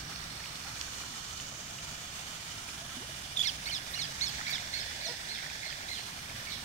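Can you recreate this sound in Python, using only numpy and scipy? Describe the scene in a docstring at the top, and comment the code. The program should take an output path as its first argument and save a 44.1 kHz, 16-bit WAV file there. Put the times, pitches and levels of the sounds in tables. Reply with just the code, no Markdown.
"""A duckling gives a run of quick high peeps at a park pond, the harmonics of its syrinx filtered by
the resonances of throat and bill. Other ducklings paddle and dabble, and water laps, drips and gulps
at the bank as trapped air bubbles ring. A larger water bird gives one low note.
Distant traffic rumbles under an even outdoor hiss."""
import sys
import numpy as np
from scipy import signal
from scipy.fft import rfft, irfft
from scipy.io import wavfile
from scipy.ndimage import uniform_filter1d

SR = 44100
rng = np.random.default_rng(int(sys.argv[2]) if len(sys.argv) > 2 else 0)


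def digitize_waveform(pressure):
    """Quantize a signal to 16-bit integers and store it at the path in sys.argv[1].

    Rows of a 2-D input are taken as channels; values are limited to [-1, 1].
    """
    field = np.atleast_2d(pressure).T
    bounded = np.clip(field, -1, 1)
    quanta = np.round(bounded * 32767).astype(np.int16)
    wavfile.write(sys.argv[1], SR, quanta)


N = 292824
TIME = np.arange(N) / SR
BINS = np.fft.rfftfreq(N, 1 / SR)
EAR_LAG_S = .00034   # sound from the pond reaches the right ear later
CUTOFF_HZ = 15800


def from_db(db):
    """Amplitude ratio of a level in decibels."""
    return 10 ** (np.asarray(db) / 20)


def rms_one(x):
    """Normalisation to unit rms."""
    return x / np.sqrt(np.mean(x ** 2) + 1e-20)


def in_time(rows, t=TIME):
    """Linear interpolation of each column of a curve at the times t."""
    s, *columns = np.transpose(rows)
    return [np.interp(t, s, column) for column in columns]


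def at_hz(points, hz):
    """Interpolation of a spectrum on a log-frequency axis."""
    known_hz, values = np.transpose(points)
    return np.interp(np.log(np.maximum(hz, 1)), np.log(known_hz), values)


def bell(hz, centre_hz, octaves):
    """A Gaussian band of height 1 on a log-frequency axis."""
    return np.exp(-(np.log2(np.maximum(hz, 1) / centre_hz) / octaves) ** 2)


def coloured(x, spectrum):
    """Linear filtering by a spectrum in dB, at unit rms."""
    return rms_one(irfft(rfft(x) * from_db(at_hz(spectrum, BINS)), N))


def drift(rate_hz):
    """Random fluctuation: low-passed noise of unit rms."""
    return rms_one(irfft(rfft(rng.standard_normal(N)) / (1 + (BINS / rate_hz) ** 2), N))


def panned(x, pan_db):
    """Interaural level difference: left exceeds right by pan_db."""
    return x * from_db(np.array([[.5], [-.5]]) * pan_db)


def delayed(x, lag_s):
    """Propagation delay."""
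    return np.interp(TIME - lag_s, TIME, x)


def stereo_noise(coherence):
    """Partly coherent white noise at two ears; coherence is one value or one per bin."""
    mid, side = rfft(rng.standard_normal((2, N)))
    return irfft(np.sqrt(1 + coherence) * mid + np.sqrt(1 - coherence) * side * [[1], [-1]], N)


def add(out, s, sound):
    """Superposition of a sound starting at s seconds."""
    at = max(int(s * SR), 0)
    out[..., at:at + sound.shape[-1]] += sound[..., :max(N - at, 0)]


def traffic():
    """A distant source gives a low rumble that is almost coherent at the two ears."""
    # Each row: frequency in Hz, relative spectral density in dB.
    spectrum = [(20, -6), (36, -16), (55, 4), (75, 1), (120, 1.5), (160, 1), (185, -5), (240, -5.5),
                (320, -13), (450, -23), (900, -71)]
    # Each row: time in seconds, relative level in dB.
    loudness = [(0, -47.5), (.6, -50.5), (1.3, -49.5), (1.7, -50), (3.0, -50.5), (4.4, -48), (5.0, -51.5),
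                (5.7, -52.5), (6.3, -49)]
    return coloured(stereo_noise(0.97), spectrum) * from_db(in_time(loudness)[0] - 2.5)


def comb_gain(hz, t):
    """Interference with a close, inverted reflection; the small surface returns only treble."""
    # The echo shifts as the listener turns. Each row: time in seconds, delay in seconds, strength 0-1.
    reflection = [(0, .00042, 0.1), (.4, .000405, 0), (.85, 0.00037, 0.6), (1.35, 0.00039, 0.6),
                  (1.55, .00038, 0), (2.6, 0.00049, .03)]
    above_hz = 7300
    lag_s, strength = in_time(reflection, t)
    treble = hz ** 4 / (hz ** 4 + above_hz ** 4)
    return 1 - strength * treble * np.exp(-2j * np.pi * hz * lag_s)


def hollow_and_shade_gain(hz, t):
    """Resonance of a hollow and acoustic shadowing, both changing as the listener turns."""
    # Each row: resonance in Hz, half width in octaves, full gain in dB.
    resonances = [(4340, 0.035, 7), (5500, 0.049, 6)]
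    # Each row: time in seconds, share of that gain from 0 to 1.
    hollowness = [(0, 1), (.65, 0.7), (1.4, 0.7), (1.6, 0.2)]
    # Each row: time in seconds, treble gain in dB.
    treble = [(0, -2), (.9, 6.5), (1.7, 4), (2.6, 8), (3.9, 6.5), (4.5, -2), (5.2, -8), (5.6, -7),
              (5.95, 8)]
    hollow_db = sum(gain_db * bell(hz, centre, width) for centre, width, gain_db in resonances)
    treble_db = in_time(treble, t)[0] * bell(hz, centre_hz=10900, octaves=0.27)
    return from_db(in_time(hollowness, t)[0] * hollow_db + treble_db)


def band_swell_db(hz, t):
    """Slow amplitude modulation of four separate bands of the hiss."""
    # One curve per band. Each row: time in seconds, gain at the band's centre in dB.
    middle = [(1.0, 6), (3.0, 4.5), (4.6, -2.5), (5.5, -7.5), (6.2, 3.5)]
    presence = [(0, -2.5), (.7, -1), (1.1, 3.5), (1.6, 3.5), (2.1, 2.5), (3.0, 3.5), (4.5, -1.5), (5.6, -3),
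                (6.64, 1.5)]
    bright = [(.6, -4.5), (.85, 2), (1.6, 3.5), (2.6, -1), (3.9, -3), (4.5, 1.5), (5.2, -5), (5.65, -0.5),
              (6.64, -5)]
    air = [(0, 0.5), (2.0, -2), (2.9, 2), (4.4, 0), (5.3, 4.5), (6.3, -2.5)]
    return (in_time(middle, t)[0] * bell(hz, centre_hz=1240, octaves=0.33)
            + in_time(presence, t)[0] * bell(hz, centre_hz=3080, octaves=0.11)
            + in_time(bright, t)[0] * bell(hz, centre_hz=6770, octaves=0.18)
            + in_time(air, t)[0] * bell(hz, centre_hz=9600, octaves=0.14))


def hiss():
    """Broadband noise of the park, filtered by what lies near each ear of a turning listener."""
    # Each row: frequency in Hz, coherence between the ears from 0 to 1.
    coherence = [(300, 0.83), (700, 1), (1200, 0.027), (3000, 0.28), (7000, 0.073), (15000, 0.45)]
    # One spectrum per ear. Each row: frequency in Hz, relative spectral density in dB.
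    left_spectrum = [(150, -5), (280, -7), (450, -3.5), (700, 0), (1500, -3), (1800, -3), (2050, -9),
                     (2380, 7), (2650, -8.5), (2950, 3.5), (3300, -7.5), (3800, -1.5), (4250, -4.5),
                     (5200, -4.5), (6300, -1), (7300, -5), (8050, -4.5), (8900, -8.5), (11000, -12),
                     (15500, -16.5)]
    right_spectrum = [(150, -5.5), (280, -5.5), (450, -11), (700, -1), (1130, -7), (1500, -2), (1900, 0),
                      (2350, -2), (2650, -2.5), (2930, 0), (3170, -2), (3500, 2.5), (4020, -2.5), (4380, 0),
                      (5850, -1), (6220, 1.5), (7050, -3.5), (7700, -5.5), (8400, -7), (11000, -21.5),
                      (15500, -16.5)]
    # Each row: time in seconds, relative level in dB.
    loudness = [(0, -48.5), (1.2, -49), (1.7, -49.5), (2.8, -49), (4.4, -47.5), (5.0, -47.5), (5.6, -49),
                (6.64, -48.5)]
    patchy_db, flutter_db = 1.3, 0.93
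    left, right = stereo_noise(at_hz(coherence, BINS))
    left = coloured(left, left_spectrum) * from_db(2.5)
    right = coloured(np.roll(right, int(EAR_LAG_S * SR)), right_spectrum) * from_db(7.5)
    hz, t, spectra = signal.stft([left, right], SR, nperseg=2048)
    hz = hz[:, None]
    spectra[0] *= comb_gain(hz, t)
    spectra[1] *= hollow_and_shade_gain(hz, t)
    patches = uniform_filter1d(rng.standard_normal(spectra.shape), size=12, axis=1)
    patches = rms_one(uniform_filter1d(patches, size=14, axis=2))   # the colour shifts irregularly
    spectra *= from_db(band_swell_db(hz, t) + patchy_db * patches)
    noise = signal.istft(spectra, SR)[1][:, :N]
    return noise * from_db(in_time(loudness)[0] + flutter_db * drift(21.0))


def bubble(hz, cycles, rise):
    """A damped oscillator: a bubble loses 30 dB in `cycles` periods and sharpens near the surface."""
    age = np.arange(int(2 * cycles / hz * SR)) / SR * hz / cycles
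    phase = 2 * np.pi * cycles * (age + rise * age ** 2 / 2)
    onset = 1 - np.exp(-2 * age * cycles)
    return np.sin(phase) * from_db(-30 * age) * onset


def bubbling(curve, count, low_hz, high_hz, cycles):
    """Superposition of random bubbles under a level curve; large ones ring lower, longer and softer."""
    out = np.zeros((2, N))
    for when, smallness, strength, place in rng.random((count, 4)):
        hz = low_hz * (high_hz / low_hz) ** smallness
        ring = bubble(hz, cycles, rise=0.093) * strength ** 2 * np.sqrt(hz / low_hz)
        add(out, when * N / SR, panned(ring, 10 * (place - .5)))
    out[1] = delayed(out[1], EAR_LAG_S)
    return rms_one(out) * from_db(in_time(curve)[0])


def lapping():
    """Air entrainment: water lapping at the bank traps heavily damped bubbles."""
    # Each row: time in seconds, relative level in dB.
    loudness = [(0, -69), (1.3, -66), (1.7, -61.5), (2.8, -62), (4.3, -58), (5.2, -64.5), (6.0, -56.5),
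                (6.64, -67)]
    return from_db(6.5) * bubbling(loudness, count=2600, low_hz=607, high_hz=2290, cycles=4.7)


def paddling():
    """Paddling feet entrain small resonant bubbles and stir a surging wash of noise."""
    # The ducklings come near and pass. Each row: time in seconds, relative level in dB.
    loudness = [(0, -60), (3.3, -78), (3.7, -49), (4.1, -51), (4.5, -46.5), (4.64, -48.5), (4.8, -44.5),
                (5.0, -51.5), (5.5, -45.5), (6.2, -55.5), (6.45, -50), (6.64, -64)]
    # Each row: frequency in Hz, relative spectral density in dB.
    wash_spectrum = [(900, -44), (1350, -6), (1700, 7.5), (2300, -0.5), (2850, -12), (3450, 7.5),
                     (3850, -3), (4400, -2), (5500, 0.5), (7000, -22), (15000, -18)]
    surge_db = 1.8
    bubbles = bubbling(loudness, count=1500, low_hz=1390, high_hz=2560, cycles=9.7)
    wash = coloured(stereo_noise(0.033), wash_spectrum)
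    wash *= from_db(in_time(loudness)[0] + surge_db * drift(12.0))
    return panned(from_db(-3.5) * bubbles + from_db(0.3) * wash, pan_db=-7.0)


def drops():
    """Impact and resonance: a drop or a dabbing bill splashes briefly and leaves a ringing bubble."""
    # Each row: start in seconds, relative level in dB, resonance in Hz.
    impacts = [(0.121, -42.5, 1500), (.404, -42, 1850), (0.4407, -38, 2400), (.4574, -37, 2900),
               (.667, -42, 1390), (.88, -41.5, 1520), (1.004, -46, 1130), (1.036, -42, 1400),
               (1.139, -43, 1950), (1.31, -43, 3200), (1.4, -33, 3000), (1.787, -37.5, 2880),
               (2.689, -37, 2410), (4.472, -38, 2270), (4.4944, -32, 2300), (4.581, -32.5, 2100),
               (4.916, -39, 1900), (5.147, -42, 1880), (5.376, -40, 2100), (5.407, -38, 2120),
               (5.427, -36.5, 2290), (5.465, -37.5, 1810), (5.5, -36, 2420), (5.619, -45, 2070),
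               (5.661, -38, 2150), (5.708, -40, 1830), (5.727, -39, 1800), (6.1901, -38, 2330),
               (6.297, -37, 2270)]
    splash_share, splash_decay_s = 0.3, 0.0024
    out = np.zeros(N)
    for s, level_db, hz in impacts:
        ring = bubble(hz, cycles=19.6, rise=0.022)
        band = signal.butter(2, [hz / 2, hz * 2], "band", fs=SR, output="sos")
        noise = rms_one(signal.sosfilt(band, rng.standard_normal(SR // 10)))[:len(ring)]
        splash = splash_share * noise * np.exp(-TIME[:len(ring)] / splash_decay_s)
        add(out, s, from_db(level_db + 4.0) * (ring + splash))
    return panned(out, pan_db=-2.8)


def ticks():
    """Sharp ticks and small spatters are transients: short bursts of band-limited noise."""
    # Each row: start in seconds, relative level in dB, band centre in Hz, decay time in seconds.
    spatters = [(.1594, -35.5, 3570, 0.00083), (.2404, -43, 5400, .0007), (.5556, -38, 3500, .001),
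                (.5634, -42, 5200, 0.0006), (.8122, -27.5, 4000, 0.00085), (3.908, -54, 12100, 0.011),
                (4.239, -35, 2290, 0.0013), (4.282, -52, 10500, .006), (4.412, -30, 1550, 0.0011),
                (4.5, -51, 12000, .007)]
    out = np.zeros((2, N))
    for s, level_db, hz, decay_s in spatters:
        age = TIME[:SR // 8] / decay_s
        burst = stereo_noise(0.29)[:, :SR // 8] * 2 * age * np.exp(-age)
        band = signal.butter(3, [hz / 1.6, min(hz * 1.55, CUTOFF_HZ)], "band", fs=SR, output="sos")
        add(out, s, from_db(level_db + 7.5) * signal.sosfilt(band, burst))
    return panned(out, pan_db=-5)


def gulps():
    """Cavity resonance: an air pocket closing at the bank rises in pitch as it dies away."""
    # Each row: start in seconds, first and last pitch in Hz, length in seconds, level in dB.
    pockets = [(0.649, 760, 910, 0.061, -47.5), (2.812, 630, 765, 0.043, -46.5),
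               (2.911, 1264, 1430, 0.037, -45), (2.965, 237, 264, 0.041, -39.5),
               (2.999, 289, 693, 0.063, -46), (3.091, 626, 654, 0.019, -43.5),
               (3.917, 520, 587, 0.025, -50)]
    decay_db = 13.3
    out = np.zeros(N)
    for s, start_hz, end_hz, length_s, level_db in pockets:
        age = np.linspace(0, 1, int(length_s * SR))
        phase = 2 * np.pi * np.cumsum(start_hz * (end_hz / start_hz) ** age) / SR
        envelope = from_db(level_db - decay_db * age) * signal.windows.tukey(len(age), .3)
        add(out, s, envelope * np.sin(phase))
    return out


def register_flips(t, pitch, level_db):
    """Register change: the voice jumps to a thin, warbling high note and cracks on dropping back."""
    # Each row: start in seconds, length in seconds, pitch in Hz, relative level in dB.
    flips = [(3.368, 0.025, 3490, -34.5), (3.389, 0.024, 3390, -31), (3.41, 0.017, 3470, -35),
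             (3.434, 0.013, 3333, -34), (3.689, .022, 3090, -43.5), (3.954, 0.03, 2860, -46)]
    flip_s, swell_s = 0.0023, 0.0051
    warble_hz, warble_depth = 48.2, 0.015
    crack_s, crack_hz, crack_depth = 0.0138, 112, 0.185
    for s, length_s, high_hz, high_db in flips:
        since, after = t - s, t - s - length_s
        flipped = np.clip(np.minimum(since, -after) / flip_s + .5, 0, 1)
        effort = np.clip(since / swell_s, 0, 1) * np.clip(1 - after / crack_s, 0, 1)
        warbling = high_hz * (1 - warble_depth * np.cos(2 * np.pi * warble_hz * since))
        crack = np.sin(2 * np.pi * crack_hz * np.maximum(after, 0))
        cracked = pitch * (1 - crack_depth * effort * crack)
        pitch = cracked + flipped * (warbling - cracked)
        level_db = level_db + effort * (high_db - level_db)
    return pitch, level_db


def peep(start, hold_s, fall_s, top_hz, held_db, falling_db, held_bright_db, falling_bright_db):
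    """Frequency and amplitude modulation of one peep: a scoop, hold and fall, as a call for voice()."""
    # The fall eases on a ledge midway. Each row: share of its length, share of the top pitch.
    fall = [(0, 1), (.27, .92), (.42, .8), (.8, .71), (1, .56)]
    # The voice catches and its level dips. Each row: time in seconds, half length in seconds.
    catches = [(3.388, .0025), (3.407, 0.0034), (3.486, 0.0023), (3.673, 0.015), (3.694, 0.0026),
               (3.939, .006), (4.495, 0.0072), (4.758, .003), (4.78, .004), (4.797, .003), (5.05, 0.011),
               (5.34, .005), (5.938, 0.0063)]
    scoop_depth, scoop_s, climb = .3, .005, 0.0339
    attack_s, fade_db, catch_db = 0.0054, 7.5, 2
    release_share, fade_share = 0.15, 0.39   # of the fall's length
    age = np.arange(0, hold_s + fall_s, 1 / SR)
    t = start + age
    fallen = np.clip((age - hold_s) / fall_s, 0, 1)
    pitch = top_hz * (1 - scoop_depth * np.exp(-age / scoop_s)) * in_time(fall, fallen)[0]
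    pitch *= 1 - climb * np.maximum(1 - age / hold_s, 0)
    released = np.minimum(fallen / release_share, 1)
    bright_db = held_bright_db + (falling_bright_db - held_bright_db) * released
    opening = np.maximum(1 - age / attack_s, 0)
    closing = np.maximum(1 - (1 - fallen) / fade_share, 0)
    level_db = held_db + (falling_db - held_db) * released - fade_db * (opening + closing)
    pitch, level_db = register_flips(t, pitch, level_db)
    level_db -= catch_db * sum(np.exp(-((t - s) / half_s) ** 2) for s, half_s in catches)
    return np.column_stack([t, pitch, level_db, bright_db])


def voice(calls, throat, roughness, wander, jitter, shimmer_db, rasp):
    """Source and filter: harmonics of the syrinx sweep through the resonances of the throat."""
    overtone_loss_db = 4.5   # per harmonic above the second
    waver = 1 + wander * drift(39.7)
    tremor = jitter * drift(306)
    flutter_db = shimmer_db * np.tanh(drift(130))
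    turbulence = coloured(rng.standard_normal(N), throat)
    k = np.arange(1, 9)[:, None]
    flicker_db = 6 * np.array([drift(70) for _ in k])   # each harmonic flickers on its own
    out = np.zeros(N)
    for call, rough in zip(calls, roughness):
        # Each row of a call: time in seconds, pitch in Hz, level in dB, brightness in dB per harmonic.
        span = (TIME >= call[0][0]) & (TIME <= call[-1][0])
        pitch, level_db, bright_db = in_time(call, TIME[span])
        pitch = uniform_filter1d(pitch, size=130) * (waver[span] + rough * tremor[span])
        source_db = bright_db * np.minimum(k - 1, 2) - overtone_loss_db * np.maximum(k - 2, 0)
        gains = from_db(at_hz(throat, k * pitch) + source_db) * (k * pitch < CUTOFF_HZ)
        gains = gains / np.sqrt((gains ** 2).sum(0) / 2) * from_db(rough * flicker_db[:, span])
        harmonics = gains * np.sin(2 * np.pi * k * np.cumsum(pitch) / SR)
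        tone = rms_one(harmonics.sum(0) * from_db(rough * flutter_db[span]))
        envelope = from_db(level_db) * signal.windows.tukey(len(pitch), .06)
        out[span] += (tone + rough * rasp * turbulence[span]) * envelope
    return out


def park(x):
    """Reverberation: banks and trees scatter back a decaying tail, different at each ear."""
    t60_s, swell_s = 0.53, 0.0067
    t = TIME[:SR // 2]
    tail = rng.standard_normal((2, len(t))) * from_db(-60 * t / t60_s) * np.minimum(t / swell_s, 1)
    return signal.fftconvolve(x[None], rms_one(tail) / np.sqrt(len(t)), axes=1)[:, :N]


def duckling():
    """Two-path interference: a reflection off the water beats against each gliding peep."""
    # Each row: start, hold and fall in seconds, top pitch in Hz, held and falling relative level in dB,
    # held and falling brightness in dB per harmonic up to the third, roughness from 0 to 1.
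    peep_run = [(3.359, 0.094, 0.052, 2232, -43, -31, -1, -2, 0.44),
                (3.654, 0.065, 0.071, 2267, -40, -38.5, -5, 1.5, 0.43),
                (3.935, .061, 0.067, 2220, -38.5, -40, -3.5, 4, .32),
                (4.208, .034, .066, 2236, -33.5, -41, 1, 4, 0.3),
                (4.461, .049, 0.067, 2308, -41.5, -38.5, -11.5, -6, .65),
                (4.727, 0.047, 0.067, 2250, -40.5, -45, -4, 3, .65),
                (5.008, 0.033, 0.067, 2330, -46.5, -41.5, -7, 6, 0.53),
                (5.28, .044, .07, 2170, -47, -47, -4, -2, 0.77),
                (5.618, 0.032, .081, 2220, -50, -48.5, -15, -3, .85),
                (5.878, .043, 0.074, 2120, -45, -47, -9.5, -3, .7),
                (6.452, 0.038, 0.091, 2266, -53, -47.5, -16, 2, 0.83)]
    # Response of throat and bill. Each row: frequency in Hz, gain in dB.
    throat = [(1200, -27), (1750, -15), (2250, -1), (2900, 2), (3500, 6), (4400, 8), (5200, 9), (6200, -5),
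              (6900, -8), (9000, -9), (10500, -12), (14000, -9), (16000, -38)]
    # Scattered sound grows as the duckling moves off. Each row: time in seconds, its gain in dB.
    scatter = [(3.4, -13), (4.2, -8), (4.6, -4), (5.9, 1), (6.64, 3)]
    echo_s, echo_gain = .0031, .3
    calls = [peep(*row[:-1]) for row in peep_run]
    roughness = [row[-1] for row in peep_run]
    peeps = voice(calls, throat, roughness, wander=0.00623, jitter=0.0286, shimmer_db=6.0, rasp=0.32)
    left = peeps + echo_gain * delayed(peeps, echo_s)
    right = delayed(peeps, EAR_LAG_S) + echo_gain * delayed(peeps, 1.6 * echo_s)
    scattered = park(peeps * from_db(in_time(scatter)[0]))
    return panned(np.array([left, right]) * from_db(1.5) + scattered, pan_db=-11)


def larger_bird():
    """Two overlapping pitches, filtered by one throat, make a low note from straight ahead."""
    # One contour per pitch. 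Each row: time in seconds, pitch in Hz, level in dB.
    contours = [
        [(5.048, 583, -61), (5.068, 644, -47), (5.082, 710, -45), (5.100, 575, -48)],
        [(5.085, 460, -48), (5.105, 485, -44.5), (5.122, 490, -49.5), (5.147, 410, -61)],
    ]
    # Each row: frequency in Hz, gain of the throat in dB.
    throat = [(450, -14), (680, 8), (980, -13), (1400, -10), (2000, 0), (3500, -30)]
    # The note brightens as the bill opens.
    calls = [np.column_stack([rows, np.linspace(-3.0, 0, len(rows))]) for rows in contours]
    return voice(calls, throat, [.5] * len(calls), wander=0, jitter=0.011, shimmer_db=-3.0, rasp=0.42)


def scene():
    """Superposition of the birds, the pond and the background."""
    birds = duckling() + larger_bird()
    water = lapping() + paddling() + drops() + gulps() + ticks()
    return birds + water + traffic() + hiss()


def record(dry):
    """A steep low-pass filter limits the bandwidth."""
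    return irfft(rfft(dry) / (1 + (BINS / CUTOFF_HZ) ** 300), N)


dry = scene()
out = record(dry)
digitize_waveform(out)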